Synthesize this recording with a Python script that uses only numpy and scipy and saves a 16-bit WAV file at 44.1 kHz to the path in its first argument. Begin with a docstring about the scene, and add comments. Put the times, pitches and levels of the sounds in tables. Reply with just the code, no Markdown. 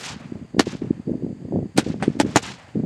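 """Low puffs and rumble of wind on a microphone in an open field, over a faint hiss and murmur;
a dying sizzle opens the scene, then a firework tube fires five shots. Each is a crack and a thump
with a ground echo, a short sizzle, and two later washes of hiss thrown back from far off.
Cracks are pressure spikes and crackling noise, thumps are ringing tube modes,
puffs are short swung cosines; sizzle, washes, rumble and floor are shaped noise."""
import sys
import numpy as np
from scipy import signal
from scipy.fft import rfft, irfft
from scipy.io import wavfile

SR = 44100
rng = np.random.default_rng(int(sys.argv[2]) if len(sys.argv) > 2 else 0)


def volts(x):
    """Linear amplitude factor 10**(x/20) for a level x in dB, scalar or array-like."""
    e = np.asarray(x, float) / 20
    return 10 ** e


def wav_record(signal):
    """Record a signal, one row per channel, as 16-bit PCM in the file named by sys.argv[1]."""
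    frames = np.transpose(np.atleast_2d(signal))
    bounded = np.clip(frames, -1, 1)
    # unit amplitude maps onto the largest positive 16-bit level
    quanta = np.round(bounded * 32767).astype(np.int16)
    wavfile.write(sys.argv[1], SR, quanta)


N = 125685
TIME = np.arange(N) / SR

# shots of the tube: (time [s], sizzle level [dB], sizzle t60 [s], sizzle treble boost [dB],
# near wash level [dB], far wash level [dB], jet pitch [Hz], ground echo level [dB], gas leak time [s])
SHOTS = [(-.03, -34, 0.32, 8, -36.5, -46.5, 4870, -14, .006),
         (0.5947, -23, 0.091, 3.5, -43.5, -50.5, 4600, -8, 0.0093),
         (1.7774, -21, 0.093, 2, -47, -46.5, 8600, -5, 0.015),
         (2.0238, -33, 0.15, -21, -60, -46, 8300, -4.5, 0.0066),
         (2.2017, -23, 0.063, 5.5, -50.5, -57, 7860, -7, 0.014),
         (2.361, -21, 0.088, 3.5, -37, -49, 6900, -4.5, 0.013)]
RISE_S = 0.0004  # onset of sizzle and crackle
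TREBLE_HZ, TREBLE_T60_SHARE = 5500, 0.72  # the treble dies sooner


def rms_one(x):
    """Scale to rms 1."""
    return x / np.sqrt(np.mean(x ** 2) + 1e-20)


def cut(x, hz, kind, order):
    """Butterworth high- or low-pass."""
    return signal.sosfilt(signal.butter(order, hz, kind, fs=SR, output="sos"), x)


def coloured(spectrum):
    """Noise with the given spectrum, interpolated over log frequency; rms 1."""
    hz, level_db = np.transpose(spectrum)
    bin_hz = np.maximum(np.arange(N // 2 + 1) * SR / N, 1)
    gain = volts(np.interp(np.log(bin_hz), np.log(hz), level_db))
    return rms_one(irfft(rfft(rng.standard_normal(N)) * gain, N))


def halves(spectrum):
    """Coloured noise split into body and treble."""
    noise = coloured(spectrum)
    body = cut(noise, TREBLE_HZ, "low", order=2)
    treble = -cut(noise, TREBLE_HZ, "high", order=2)  # the sign keeps the crossover from cancelling
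    return body, treble


def drift(rate):
    """Slow random wander below about the given rate in Hz; rms 1."""
    r = np.exp(-2 * np.pi * rate / SR)
    settling = 4000  # samples dropped while the filter settles
    wander = signal.lfilter([1], [1, -2 * r, r * r], rng.standard_normal(N + settling))
    return rms_one(wander[settling:])


def ring(x, hz, t60):
    """A damped resonator: a unit click sets a sine of about height 1 ringing."""
    r, w = volts(-60 / (t60 * SR)), 2 * np.pi * hz / SR
    return signal.lfilter([0, np.sin(w)], [1, -2 * r * np.cos(w), r * r], x + 1e-18)


def swell(start, rise, hold, t60):
    """Envelope that rises in a line, holds, then dies away exponentially."""
    t = TIME - start
    fall_db = -60 * np.maximum(t - rise - hold, 0) / t60
    return np.clip(t / rise, 0, 1) * volts(fall_db)


def ground(x):
    """The ground repeats each shot after a short delay, with a strength of its own."""
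    delay_s = 0.0105
    starts = [shot[0] - shot[8] for shot in SHOTS]  # from the start of each gas leak
    strengths = volts([shot[7] for shot in SHOTS])
    strength = strengths[np.searchsorted(starts, TIME) - 1]
    return np.roll(x * strength, int(delay_s * SR))


def jet(level, s):
    """The jet of gas favours one band: noise around the jet pitch of the shot nearest to time s."""
    t60_s = 0.0025  # damping of the two resonators in series, the first twice as fast
    hz = min(SHOTS, key=lambda shot: abs(shot[0] - s))[6]
    noise = ring(rng.standard_normal(N), hz, t60_s / 2)
    return level * rms_one(ring(noise, hz, t60_s))


def background():
    """Steady coloured noise: a faint hiss and a low far-off murmur."""
    # spectrum of the hiss: (frequency [Hz], relative level [dB per Hz])
    hiss_spectrum = [(760, -34), (1300, -3), (1730, 7.5), (2000, 5.5), (2490, 1.5), (4220, -5.5), (4630, 4),
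                     (5600, -13.5), (6550, -2), (8000, -5.5), (16000, -41)]
    # spectrum of the low far-off noise: (frequency [Hz], relative level [dB per Hz])
    murmur_spectrum = [(20, 4), (100, 1), (400, -24), (760, -8), (1300, -18), (2500, -54)]
    hiss_db, murmur_db = -62, -55
    return volts(hiss_db) * coloured(hiss_spectrum) + volts(murmur_db) * coloured(murmur_spectrum)


def wind():
    """Lumpy rumble on the gust curve, and single puffs that swing a cycle or two, with a sharper edge."""
    # rumble of the wind as it gusts: (time [s], level [dB])
    gusts = [(0, -55.5), (0.12, -46), (0.25, -48.5), (0.33, -45), (0.42, -39.5), (0.5, -67.5),
             (0.55, -27.5), (0.64, -39.5), (0.76, -37), (0.8, -42), (0.83, -30.5), (0.95, -36.5),
             (1.04, -56), (1.08, -25), (1.14, -33), (1.3, -32), (1.38, -43.5), (1.5, -34), (1.56, -19),
             (1.67, -40), (1.74, -62.5), (1.76, -32), (1.84, -38.5), (1.87, -21.5), (1.96, -32.5),
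             (2.05, -33), (2.13, -37.5), (2.17, -28.5), (2.27, -31.5), (2.33, -40.5), (2.42, -47),
             (2.5, -40), (2.57, -57.5), (2.66, -65.5), (2.742, -56), (2.755, -27), (2.85, -28)]
    # spectrum of the rumble: (frequency [Hz], relative level [dB per Hz])
    rumble_spectrum = [(12, -54), (40, -12), (120, 1), (240, 2.5), (400, -9), (600, -18.5), (900, -38.5),
                       (2000, -79)]
    # puffs on the microphone: (time [s], peak of envelope [dB], pitch [Hz], edge level [dB])
    puffs = [(0.257, -25.5, 183, -50), (0.323, -18.5, 259, -38), (0.356, -25, 165, -26),
             (0.568, -14.5, 324, -24), (0.584, -12.5, 242, -19), (0.671, -14, 354, -19),
             (0.678, -16, 238, -46), (0.752, -18, 231, -24), (0.822, -12, 292, -26),
             (0.847, -20, 300, -23.5), (0.909, -4.5, 265, -27), (0.999, -21.5, 210, -33),
             (1.08, -18, 303, -40), (1.096, -13.5, 369, -34), (1.117, -13.5, 250, -57),
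             (1.155, -15, 258, -33), (1.225, -18.5, 310, -28), (1.247, -12, 232, -27),
             (1.266, -20, 280, -23.5), (1.524, -18.5, 318, -13.5), (1.534, -12, 244, -36),
             (1.551, -12, 235, -44), (1.56, -18.5, 247, -11), (1.59, -25, 253, -22),
             (1.658, -21.5, 244, -37), (1.866, -10.5, 308, -19), (1.886, -21, 248, -27),
             (1.902, -12.5, 183, -25), (1.943, -19, 308, -19.5), (2.081, -3, 295, -22),
             (2.102, -15.5, 190, -25), (2.17, -19, 265, -27), (2.235, -23, 229, -22),
             (2.251, -11, 254, -43), (2.264, -15.5, 338, -28), (2.291, -19, 318, -28),
             (2.763, -17, 253, -45), (2.772, -17.5, 227, -41), (2.803, -18.5, 290, -44),
             (2.837, -19, 262, -21.5)]
    lumps_db, lumps_hz = 5, 55
    bass_hz, bass_follows = 147, 0.34  # the deepest rumble follows only part of the gust
    rise_cycles, fall_cycles = 0.41, 0.48  # Gaussian spreads of a puff
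    edge_hz, edge_s = 360, 0.00056

    gust_db = np.interp(TIME, *np.transpose(gusts)) + lumps_db * drift(lumps_hz)
    bass_db = gust_db.mean() + bass_follows * (gust_db - gust_db.mean())
    noise = coloured(rumble_spectrum)
    out = volts(gust_db) * cut(noise, bass_hz, "high", order=2)
    out -= volts(bass_db) * cut(noise, bass_hz, "low", order=2)  # minus keeps the crossover from cancelling

    phases = rng.random((len(puffs), 2))  # in turns
    for (s, peak_db, hz, edge_db), (puff_turn, edge_turn) in zip(puffs, phases):
        span = slice(int((s - 0.03) * SR), int((s + 0.04) * SR))
        t = TIME[span] - s
        width = np.where(t < 0, rise_cycles, fall_cycles) / hz
        puff = np.exp(-0.5 * (t / width) ** 2) * np.cos(2 * np.pi * (hz * t + puff_turn))
        edge = np.exp(-0.5 * (t / edge_s) ** 2) * np.cos(2 * np.pi * (edge_hz * t + edge_turn))
        out[span] += volts(peak_db) * puff + volts(edge_db) * edge
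    return out


def sizzle():
    """Burning gas leaks, then sputters out of the tube and dies fast; the ground repeats its noise."""
    # spectrum of the burning gas: (frequency [Hz], relative level [dB per Hz])
    gas_spectrum = [(240, -23.5), (400, 4), (1060, -8.5), (1400, -3), (3070, -8.5), (7400, -16),
                    (13300, -35.5), (16000, -78)]
    leak_db, jet_db = -12, -12  # both relative to the sizzle
    sputter_db, sputter_hz = 2, 500

    out = np.zeros(N)
    for s, sizzle_db, t60, *_ in SHOTS:
        out += jet(volts(sizzle_db + jet_db) * swell(s, RISE_S, 0, t60), s)
    body, treble = halves(gas_spectrum)
    for noise, boosted, t60_share in ((body, 0, 1), (treble, 1, TREBLE_T60_SHARE)):
        level = np.zeros(N)
        for s, sizzle_db, t60, treble_db, *_, leak_s in SHOTS:
            burn = swell(s, RISE_S, 0, t60 * t60_share)
            leak = volts(leak_db) * swell(s - leak_s, leak_s, 0, leak_s)  # gas leaks just before the shot
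            level += volts(sizzle_db + boosted * treble_db) * (burn + leak)
        out += noise * (level + ground(level))
    return out * volts(sputter_db * drift(sputter_hz))


def washes():
    """Each shot comes back twice as hiss that flickers band by band, the second duller and longer."""
    # spectrum of the first wash: (frequency [Hz], relative level [dB per Hz])
    near_spectrum = [(290, -26), (500, -7), (819, 1), (2500, -1), (4100, -4), (7310, -9), (11800, -29.5),
                     (16000, -64)]
    # spectrum of the second wash: (frequency [Hz], relative level [dB per Hz])
    far_spectrum = [(290, -21.5), (500, 8.5), (2520, -0.5), (3420, -7.5), (8130, -17.5), (14000, -44.5)]
    near_delay_s, near_rise_s, near_hold_s, near_t60_s = 0.056, 0.011, 0.074, 0.29
    far_delay_s, far_rise_s, far_hold_s, far_t60_s = 0.22, 0.0028, 0.0062, 0.98
    grain_db, grain_hz = 3, 75
    shared_part = 0.21  # of the flicker common to all bands, added to each band's own
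    band_edges_hz = np.geomspace(700, 8000, 10)

    far_level = sum(volts(shot[5]) * swell(shot[0] + far_delay_s, far_rise_s, far_hold_s, far_t60_s)
                    for shot in SHOTS)
    out = coloured(far_spectrum) * far_level
    for noise, share in zip(halves(near_spectrum), (1, TREBLE_T60_SHARE)):
        hold_s, t60_s = near_hold_s * share, near_t60_s * share
        near_level = sum(volts(shot[4]) * swell(shot[0] + near_delay_s, near_rise_s, hold_s, t60_s)
                         for shot in SHOTS)
        out = out + noise * near_level

    # neighbouring low-passes differ by one band
    lows = [0] + [cut(out, hz, "low", order=2) for hz in band_edges_hz] + [out]
    shared = drift(grain_hz)
    flickering = np.zeros(N)
    for below, above in zip(lows, lows[1:]):
        flicker_db = grain_db * (shared_part * shared + drift(grain_hz))
        flickering += (above - below) * volts(flicker_db)
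    return flickering


def blasts():
    """A narrow pressure spike and crackle, then the tube rings; the ground echo is thinner and duller."""
    # pressure blasts from the tube: (time [s], spike peak [dB], spike width [ms], thump level [dB],
    # overtones relative to thump [dB], crackle level [dB])
    blast_list = [(0.5943, 0, 0.12, -6.5, -11, -16.5), (0.5971, 3, 0.24, 0.5, -9.5, -16),
                  (1.7765, -5.5, 0.04, -18.5, 4.5, -24.5), (1.7829, -1, .4, 2, -13, -23.5),
                  (2.026, -7, 0.22, -16.5, 5, -36.5), (2.0312, -13, 0.15, -12.5, -6.5, -40.5),
                  (2.2001, 0.5, 0.098, -5.5, 4.5, -21), (2.2034, -2.5, 0.37, -2.5, -1.5, -39),
                  (2.3594, 7, 0.21, -30, -9, -17.5), (2.3624, -5.5, 0.36, -1, 2, -16.5)]
    # modes of the tube, the thump first, then overtones: (frequency [Hz], level [dB], t60 [s])
    tube_modes = [(265, -0.5, 0.018), (818, -5.5, .018), (1340, -21.5, 0.014)]
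    thump_lag_s = 0.00045
    crackle_t60_s, crackle_low_hz, crackle_top_hz = 0.014, 1500, 8000
    jet_db = 2  # relative to the crackle
    knock_top_hz, blast_low_hz = 5560, 112
    ground_low_hz, ground_top_hz = 380, 7700

    spike, thump_clicks, overtone_clicks, crackle = np.zeros((4, N))
    broad = cut(rng.standard_normal(N), crackle_low_hz, "high", order=2)
    broad = rms_one(cut(broad, crackle_top_hz, "low", order=4))
    for s, peak_db, width_ms, thump_db, over_db, crackle_db in blast_list:
        spread_s = width_ms / 2000  # half the width
        spike -= volts(peak_db) * np.exp(-0.5 * ((TIME - s) / spread_s) ** 2)
        click = int((s + thump_lag_s) * SR)
        thump_clicks[click] = volts(thump_db)
        overtone_clicks[click] = volts(thump_db + over_db)
        level = volts(crackle_db) * swell(s, RISE_S, 0, crackle_t60_s)
        crackle += level * broad + jet(volts(jet_db) * level, s)

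    rings = np.zeros(N)
    for k, (hz, mode_db, t60) in enumerate(tube_modes):
        clicks = thump_clicks if k == 0 else overtone_clicks
        rings += volts(mode_db) * ring(clicks, hz, t60)
    knock = cut(rings, knock_top_hz, "low", order=2)
    direct = cut(spike + crackle + knock, blast_low_hz, "high", order=2)
    thinner = cut(direct, ground_low_hz, "high", order=1)
    duller = cut(thinner, ground_top_hz, "low", order=2)
    return direct + ground(duller)


def scene():
    """All sources, mono."""
    return (background() + wind() + sizzle() + washes() + blasts())[None]


def band_limit(x):
    """A steep low-pass at the top of the band."""
    return signal.sosfilt(signal.butter(12, 16150, fs=SR, output="sos"), x)


def record(dry):
    """The microphone cuts the deep bass; the loudest spikes overload."""
    thinned = cut(dry, 62, "high", order=3)  # Hz
    mix = np.clip(thinned, -1.0, 1.0)
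    return band_limit(mix)


dry = scene()
out = record(dry)
wav_record(out)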